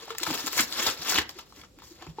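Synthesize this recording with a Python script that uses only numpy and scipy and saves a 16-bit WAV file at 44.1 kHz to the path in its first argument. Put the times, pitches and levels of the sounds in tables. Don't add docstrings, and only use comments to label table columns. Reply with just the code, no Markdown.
import sys
import numpy as np
from scipy import signal
from scipy.fft import rfft, irfft, next_fast_len
from scipy.io import wavfile
from scipy.ndimage import uniform_filter1d, map_coordinates

SR = 44100
rng = np.random.default_rng(int(sys.argv[2]) if len(sys.argv) > 2 else 0)


def bounce(signal):
    frames = np.transpose(np.atleast_2d(signal))
    limited = np.clip(frames, -1, 1)
    pcm = np.round(limited * 32767).astype(np.int16)
    wavfile.write(sys.argv[1], SR, pcm)


def rack_gain(trim_db):
    fader = np.asarray(trim_db, float)
    return 10 ** (fader / 20)


N = 97020

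# (frequency [Hz], level [dB per Hz])
HUM_COLOUR = [(20, -19), (45, 2), (100, -5.5), (310, -10), (550, -11), (1200, -31), (7500, -23.5),
              (16000, -41.5)]
HUM_DB = -57.5
# (frequency [Hz], t60 [s])
ROOM_DECAY = [(200, 0.33), (2000, 0.29), (10000, 0.12)]
# (frequency [Hz], left-right likeness [0-1])
ROOM_ALIKE = [(100, 1), (700, 0.32), (3000, 0.069)]
# (frequency [Hz], left-right likeness [0-1])
NEAR_ALIKE = [(300, 0.85), (550, .02), (3000, .02)]
ROOM_DB, NEAR_DB, NEAR_T60_S = -11, -5, .025

# (time [s], peak [dB], pitch [Hz], t60 [s])
THUMPS = [(.022, -36.5, 475, 0.055), (0.102, -28.5, 440, 0.056), (0.21, -30.5, 346, 0.066),
          (0.276, -32.5, 317.3, 0.22), (0.275, -34, 163, 0.23), (0.304, -31, 280, 0.13),
          (0.441, -28, 263, 0.06), (0.593, -31, 273, 0.13), (.59, -37, 103, 0.12),
          (0.787, -38.5, 310, 0.07), (0.826, -28, 355, 0.053), (1.115, -50, 280, 0.18),
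          (1.181, -25, 302, 0.052), (1.18, -35, 77, 0.15), (1.287, -40, 790, 0.07),
          (1.352, -45.5, 364, 0.13), (1.569, -47, 295, 0.17), (1.771, -42.5, 294, 0.074),
          (1.796, -47, 322, 0.07), (1.835, -26, 1080, 0.012), (1.906, -41, 316, 0.08),
          (2.015, -36.5, 346, 0.071), (2.018, -39.5, 820, 0.039), (2.067, -29.5, 336, 0.026),
          (2.073, -38, 157, 0.14), (2.086, -35.5, 169.4, 0.074), (2.072, -39.5, 92, 0.13),
          (.28, -43, 69, 0.12), (1.58, -49, 69, .15), (.99, -43, 150, 0.082), (.75, -37, 340, .05),
          (2.185, -15.5, 410, 0.019), (2.185, -17, 850, 0.02)]
THUMP_RISE_S, RATTLE_DB = 0.0045, 4

# (time [s], peak [dB], ring [Hz], crispness [dB])
SNAPS = [(0.104, -24.5, 1280, -11), (0.149, -30, 1160, -11.5), (0.182, -29.5, 1600, -3),
         (0.231, -14.5, 3760, -46), (0.266, -20.5, 1250, -21), (0.273, -18.5, 890, -21.5),
         (0.303, -19, 860, -21), (0.341, -16, 7100, -30), (0.376, -25, 1690, -15),
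         (0.468, -24.5, 1407, -30), (0.564, -18, 7220, -30), (0.578, -15, 2320, -41),
         (0.591, -9.5, 2250, -25.5), (0.792, -30, 1070, -21), (0.821, -21, 1990, -19),
         (1.121, -17.5, 1220, -18), (1.185, -11, 1810, -29)]
# (time [s], peak [dB], ring [Hz], crispness [dB])
LATE_SNAPS = [
    (1.292, -38, 840, -28),
    (1.387, -34, 1250, -18),
    (1.523, -38, 980, -28),
    (1.614, -35, 3280, -26),
    (1.635, -39.5, 1215, -26),
    (1.787, -38, 1210, -10),
    (1.82, -37.5, 1060, -13),
    (2.023, -31, 830, -21),
    (2.066, -35, 970, -21),
]
SNAP_RISE_S, SNAP_T60_S, SLIP_DB = .0006, .02, 2.5
SNAP_Q, WIDE_DB = 3.3, -5.5
FIRST_SLIP = 4

# (time [s], peak [dB], ring [Hz], t60 [s])
TICKS = [(.0553, -34, 4870, 0.0089), (.1045, -26, 3200, .008), (.183, -18.5, 7070, 0.019),
         (.2014, -25.5, 5000, 0.011), (.2345, -17, 7500, 0.0082), (.3092, -21, 4900, 0.016),
         (.3292, -21, 4590, .01), (.4194, -34.5, 7520, 0.0069), (.4545, -30, 6500, .006),
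         (.4625, -19, 7000, 0.0096), (.4688, -15.5, 6700, 0.0087), (.476, -26, 9000, 0.0091),
         (.5771, -11, 6490, 0.0082), (.6065, -8, 7130, 0.011), (.5295, -21, 7490, 0.0093),
         (.7243, -20, 4370, 0.017), (.9911, -33.5, 5500, .008), (1.0965, -21, 7200, .005),
         (1.0989, -10, 7460, 0.011), (1.292, -23, 3830, .012), (1.3872, -34.5, 7000, 0.019),
         (1.8238, -48, 5180, .01), (2.0218, -45, 4010, .02), (2.0657, -46, 3890, .015)]
# (time [s], peak [dB], ring [Hz], t60 [s])
POPS = [(.079, -32, 770, .03), (.197, -29.5, 1340, .015), (.262, -29.5, 1220, 0.045),
        (.283, -29, 980, 0.047), (.327, -31.5, 900, 0.016), (.35, -33, 696, .04), (.531, -24.5, 2810, .02),
        (.586, -17, 1740, 0.051), (.596, -18, 2250, 0.052), (.601, -18.5, 1480, 0.023),
        (.3755, -26, 3300, 0.01), (.827, -17.5, 2320, 0.01), (.861, -28, 1140, .02),
        (.8655, -13, 4600, .015), (.879, -25.5, 3270, 0.027), (.887, -26.5, 1270, 0.017),
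        (.8895, -17, 3130, 0.024), (1.06, -29.5, 1190, 0.031), (1.1225, -17, 5200, .01),
        (1.132, -21.5, 1480, 0.042), (1.143, -15, 5000, 0.016), (1.157, -16.5, 2900, 0.09),
        (1.177, -16, 2900, 0.075), (1.391, -31, 2950, 0.013), (2.01, -43, 867, 0.024),
        (2.073, -41.5, 2400, .015)]
TICK_Q, TICK_EDGE_DB, POP_Q, POP_EDGE_DB, TICK_RISE_S = 2.5, -4, 3.5, -22, .0004

# (peak time [s], level [dB], swell [s], fade [s], crispness [dB])
STROKES = [(.03, -43.5, 0.3, 0.26, -4.5), (0.119, -39.5, 0.054, 0.054, -28), (0.238, -29, 0.048, 0.017, 1),
           (0.277, -37, 0.069, 0.059, 9.5), (0.349, -34.5, 0.18, 0.38, 2.5), (.42, -46, 0.055, 0.11, -7),
           (0.48, -30.5, 0.062, 0.017, 3), (0.531, -35.5, 0.0298, 0.021, 10),
           (0.598, -24.5, 0.062, 0.056, 8), (0.734, -36.5, 0.058, 0.062, 5.5),
           (0.798, -27.5, 0.028, 0.026, -5.5), (0.834, -30.5, 0.021, 0.085, 11),
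           (0.886, -23.5, 0.14, 0.056, 0), (1.001, -36, 0.11, 0.028, -14), (1.072, -36, 0.12, 0.15, 1.5),
           (1.122, -31.5, 0.12, 0.042, 8), (1.157, -23.5, 0.12, 0.05, -7), (1.186, -22, 0.028, 0.045, -10),
           (1.143, -29.5, 0.045, 0.037, -1)]
# (peak time [s], level [dB], swell [s], fade [s], crispness [dB])
SETTLING = [(1.297, -49, 0.027, 0.067, 2), (1.39, -40.5, 0.067, 0.045, -4), (1.46, -65, 0.12, 0.11, -14),
            (1.602, -54, 0.18, .05, 5), (1.646, -46.5, 0.15, 0.021, -16), (1.8, -48.5, 0.043, 0.071, -28),
            (1.839, -57.5, 0.021, 0.17, 11), (1.91, -60, 0.13, 0.12, 5.5), (2.029, -43.5, 0.066, 0.1, -23),
            (2.1, -53.5, 0.072, 0.05, -0.5), (2.2, -44, 0.044, .05, -25)]
# (frequency [Hz], level [dB per Hz])
PAPER_COLOUR = [(60, -13), (300, 1), (600, -1.5), (1100, -2), (2400, -5.5), (3500, -1.5), (6000, -1.5),
                (16000, -17.5)]
CRACKS_PER_S, CRACK_CYCLES, CRACK_RING_S = 4500, 2, .00025
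CRACK_SPREAD_DB, BIGGEST_DB = 4.3, 10
CLUMP_DB, PATCHY_DB, RUB_DB = 2.8, 2, -6
LOW_HZ, HIGH_HZ = 510, 4920
TAUT_HZ, TAUT_DB = 2360, -12

# (frequency [Hz], left over right [dB])
LEFT_DB = [(60, 0), (380, 1), (2380, 0.5), (5500, 5.5), (9500, 1.5)]
HANDS_LEAD_S = [.00013, .00007]
BEND_HZ = 2000
# (frequency [Hz], width [Hz], level [dB])
PORTS = [(632, 71, -6), (6180, 330, -5), (7230, 270, 5), (9210, 2040, -9.5), (12220, 2500, 3)]
LOW_CUT_HZ, TOP_HZ = 50, 15900


def unit(x):
    return x / np.sqrt(np.mean(x ** 2) + 1e-20)


def along(points, hz):
    f, v = np.transpose(points)
    return np.interp(np.log(hz + 1), np.log(f + 1), v)


def wobble(rate):
    return map_coordinates(rng.standard_normal(int(N * rate / SR) + 4), [np.arange(N) * rate / SR])


def wander(knots):
    return map_coordinates(rng.standard_normal(64), [knots])


def strike(t, rise_s, t60):
    return rack_gain(-60 * t / t60) * (1 - np.exp(-t / rise_s))


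def filtered(x, response):
    n = x.shape[-1]
    m = next_fast_len(n + 4096)
    return irfft(rfft(x, m) * response(np.fft.rfftfreq(m, 1 / SR)), m)[..., :n]


def above(hz, edge_hz):
    u = 1j * hz / edge_hz
    return u * u / (1 + np.sqrt(2) * u + u * u)


def below(hz, edge_hz):
    u = 1j * hz / edge_hz
    return 1 / (1 + np.sqrt(2) * u + u * u)


def ringing(f, hz, sharpness):
    damping = 1j * f * hz / sharpness
    return damping / (hz * hz - f * f + damping)


def peaked(bands):
    return bands / np.abs(bands).max(axis=1, keepdims=True)


def spread(pair, alike):
    turn = lambda hz: np.arccos(np.clip(along(alike, hz), -1, 1)) / 2
    mid, side = filtered(pair, lambda hz: np.array([np.cos(turn(hz)), np.sin(turn(hz))]))
    return np.array([mid + side, mid - side])


def hum():
    noise = filtered(rng.standard_normal((2, N)), lambda f: rack_gain(along(HUM_COLOUR, f)))
    bed = unit(spread(noise, [(40, 0.88), (300, 0.76), (3000, 0.04)]))
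    return rack_gain(HUM_DB + 0.62 * wobble(2.4)) * bed


def room(x):
    out, step = np.zeros((2, N + 2 * SR)), SR // 4
    for k in range(0, N, step):
        hz, t, z = signal.stft(rng.standard_normal((2, SR // 2)), SR, nperseg=256)
        fading = z * rack_gain(-60 * t / along(ROOM_DECAY, hz)[:, None])
        tail = spread(signal.istft(fading, SR, nperseg=256)[1], ROOM_ALIKE)
        wet = signal.fftconvolve(x[None, k:k + step], tail / np.linalg.norm(tail[0]), axes=1)
        start = k + 130
        out[:, start:start + wet.shape[1]] += wet
    return out[:, :N]


def nearby(x):
    t = np.arange(1024) / SR
    noise = rng.standard_normal((2, len(t))) * strike(t, 0.0055, NEAR_T60_S)
    tail = spread(noise, NEAR_ALIKE)
    return signal.fftconvolve(x[None], tail / np.linalg.norm(tail[0]), axes=1)[:, :N]


def parcel():
    out, t = np.zeros(N + SR), np.arange(SR // 4) / SR
    for s, db, hz, t60 in THUMPS:
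        rattle_db = RATTLE_DB * wander(t * hz / 3 % 60)
        drift = 0.71 * wander(t * 110)
        tone = np.sin(2 * np.pi * hz * t + drift)
        out[round(s * SR):][:len(t)] += rack_gain(db + 1.5 + rattle_db) * strike(t, THUMP_RISE_S, t60) * tone
    return out[:N]


def ticks(rows, sharpness, edge_db):
    out, t = np.zeros(N + SR), np.arange(2048) / SR
    for s, db, hz, t60 in rows:
        noise = rng.standard_normal(len(t))
        noise[round(2 * TICK_RISE_S * SR)] = FIRST_SLIP
        burst = noise * strike(t, TICK_RISE_S, t60)
        bands = filtered(burst, lambda f: np.array([ringing(f, hz, sharpness), above(f, HIGH_HZ / 2)]))
        out[round(s * SR):][:len(t)] += rack_gain(db) * rack_gain([0, edge_db]) @ peaked(bands)
    return out[:N]


def snaps():
    out, t = np.zeros(N + SR), np.arange(2048) / SR
    for s, db, hz, crisp_db in SNAPS + LATE_SNAPS:
        slips = rng.standard_normal(len(t)) * rack_gain(SLIP_DB * wander(t * 550))
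        slips[round(2 * SNAP_RISE_S * SR)] = FIRST_SLIP
        slips *= strike(t, SNAP_RISE_S, SNAP_T60_S)
        bands = filtered(slips, lambda f: np.array([
            ringing(f, hz, SNAP_Q),
            above(f, LOW_HZ) * below(f, 2 * HIGH_HZ) / (1 + 1j * f / HIGH_HZ),
            above(f, 2 * HIGH_HZ)]))
        out[round(s * SR):][:len(t)] += rack_gain(db) * rack_gain([-4, WIDE_DB, crisp_db + 4.0]) @ peaked(bands)
    return out[:N]


def effort():
    s, db, swell, fade, crisp_db = np.transpose(STROKES + SETTLING)[:, :, None]
    late = np.arange(N) / SR - s
    gain = rack_gain(db - 20 * np.where(late < 0, -late / swell, late / fade))
    body_gain = np.sqrt((gain ** 2).sum(0))
    edge_gain = np.sqrt(((gain * rack_gain(crisp_db)) ** 2).sum(0))
    return body_gain, edge_gain


def patchy(x):
    z = signal.stft(x, nperseg=256)[2]
    field = uniform_filter1d(rng.standard_normal(z.shape), 7, 0)
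    field = uniform_filter1d(field, 6, 1)
    return signal.istft(z * rack_gain(PATCHY_DB * unit(field)), nperseg=256)[1][:N]


def crack_swarm():
    draw = rng.random((12000, 4))
    start = np.cumsum(-np.log(draw[:, 0])) * SR / CRACKS_PER_S
    draw, start = draw[start < N], start[start < N].astype(int)
    hz = 250 * 64 ** draw[:, 1:2]
    age = np.arange(256) / SR
    life = CRACK_CYCLES / (2 * hz) + CRACK_RING_S
    size_db = np.minimum(-CRACK_SPREAD_DB * np.log(draw[:, 2:3]), BIGGEST_DB)
    size = rack_gain(size_db) * np.sqrt(hz / life)
    envelope = (1 - np.exp(-4 * age / life)) * np.exp(-age / life) * np.hanning(512)[256:]
    cracks = size * np.sin(2 * np.pi * (hz * age + draw[:, 3:])) * envelope
    where = start[:, None] + np.arange(256)
    return np.bincount(where.ravel(), cracks.ravel(), N + 256)[:N]


def rustle(clump):
    swarm = rack_gain(0.28 * wobble(220)) * unit(crack_swarm())
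    grain = clump * (swarm + rack_gain(RUB_DB) * rng.standard_normal(N))
    sound = unit(filtered(patchy(grain), lambda f: rack_gain(along(PAPER_COLOUR, f))))
    edge = filtered(sound, lambda f: 1 / (1 + (HIGH_HZ / (f + 1)) ** 2))
    taut = filtered(sound, lambda f: ringing(f, TAUT_HZ, 2))
    body_gain, edge_gain = effort()
    tension = rack_gain(TAUT_DB) * np.sqrt(body_gain / body_gain.max())
    return body_gain * (sound - edge + tension * taut) + edge_gain * edge


def at_ports(hand, lead_s):
    side = np.array([[.5], [-.5]])
    lead = lambda f: lead_s * f * f / (f * f + BEND_HZ ** 2)
    response = lambda f: rack_gain(side * along(LEFT_DB, f)) * np.exp(2j * np.pi * f * side * lead(f))
    return filtered(np.array([hand, hand]), response)


def scene():
    clump = rack_gain(CLUMP_DB * wobble(60.62))
    hands = [rack_gain(-2.5) * rustle(clump) + snaps() + parcel(),
             rack_gain(-3.5) * rustle(clump) + ticks(POPS, POP_Q, POP_EDGE_DB)]
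    scattered = sum(rack_gain(NEAR_DB) * nearby(hand) for hand in hands)
    hands[0] = hands[0] + ticks(TICKS, TICK_Q, TICK_EDGE_DB)
    near = sum(at_ports(hand, lead_s) for hand, lead_s in zip(hands, HANDS_LEAD_S))
    return near + scattered + rack_gain(ROOM_DB) * room(sum(hands)) + hum()


def top_cut(x):
    return signal.sosfilt(signal.butter(12, 16670, fs=SR, output="sos"), x)


def record(dry):
    ports_db = lambda f: sum(db * np.exp(-((f - hz) / width) ** 2) for hz, width, db in PORTS)
    colour = lambda f: above(f, LOW_CUT_HZ) * (f < TOP_HZ) * rack_gain(ports_db(f))
    return top_cut(filtered(dry, colour))


dry = scene()
out = record(dry)
bounce(out)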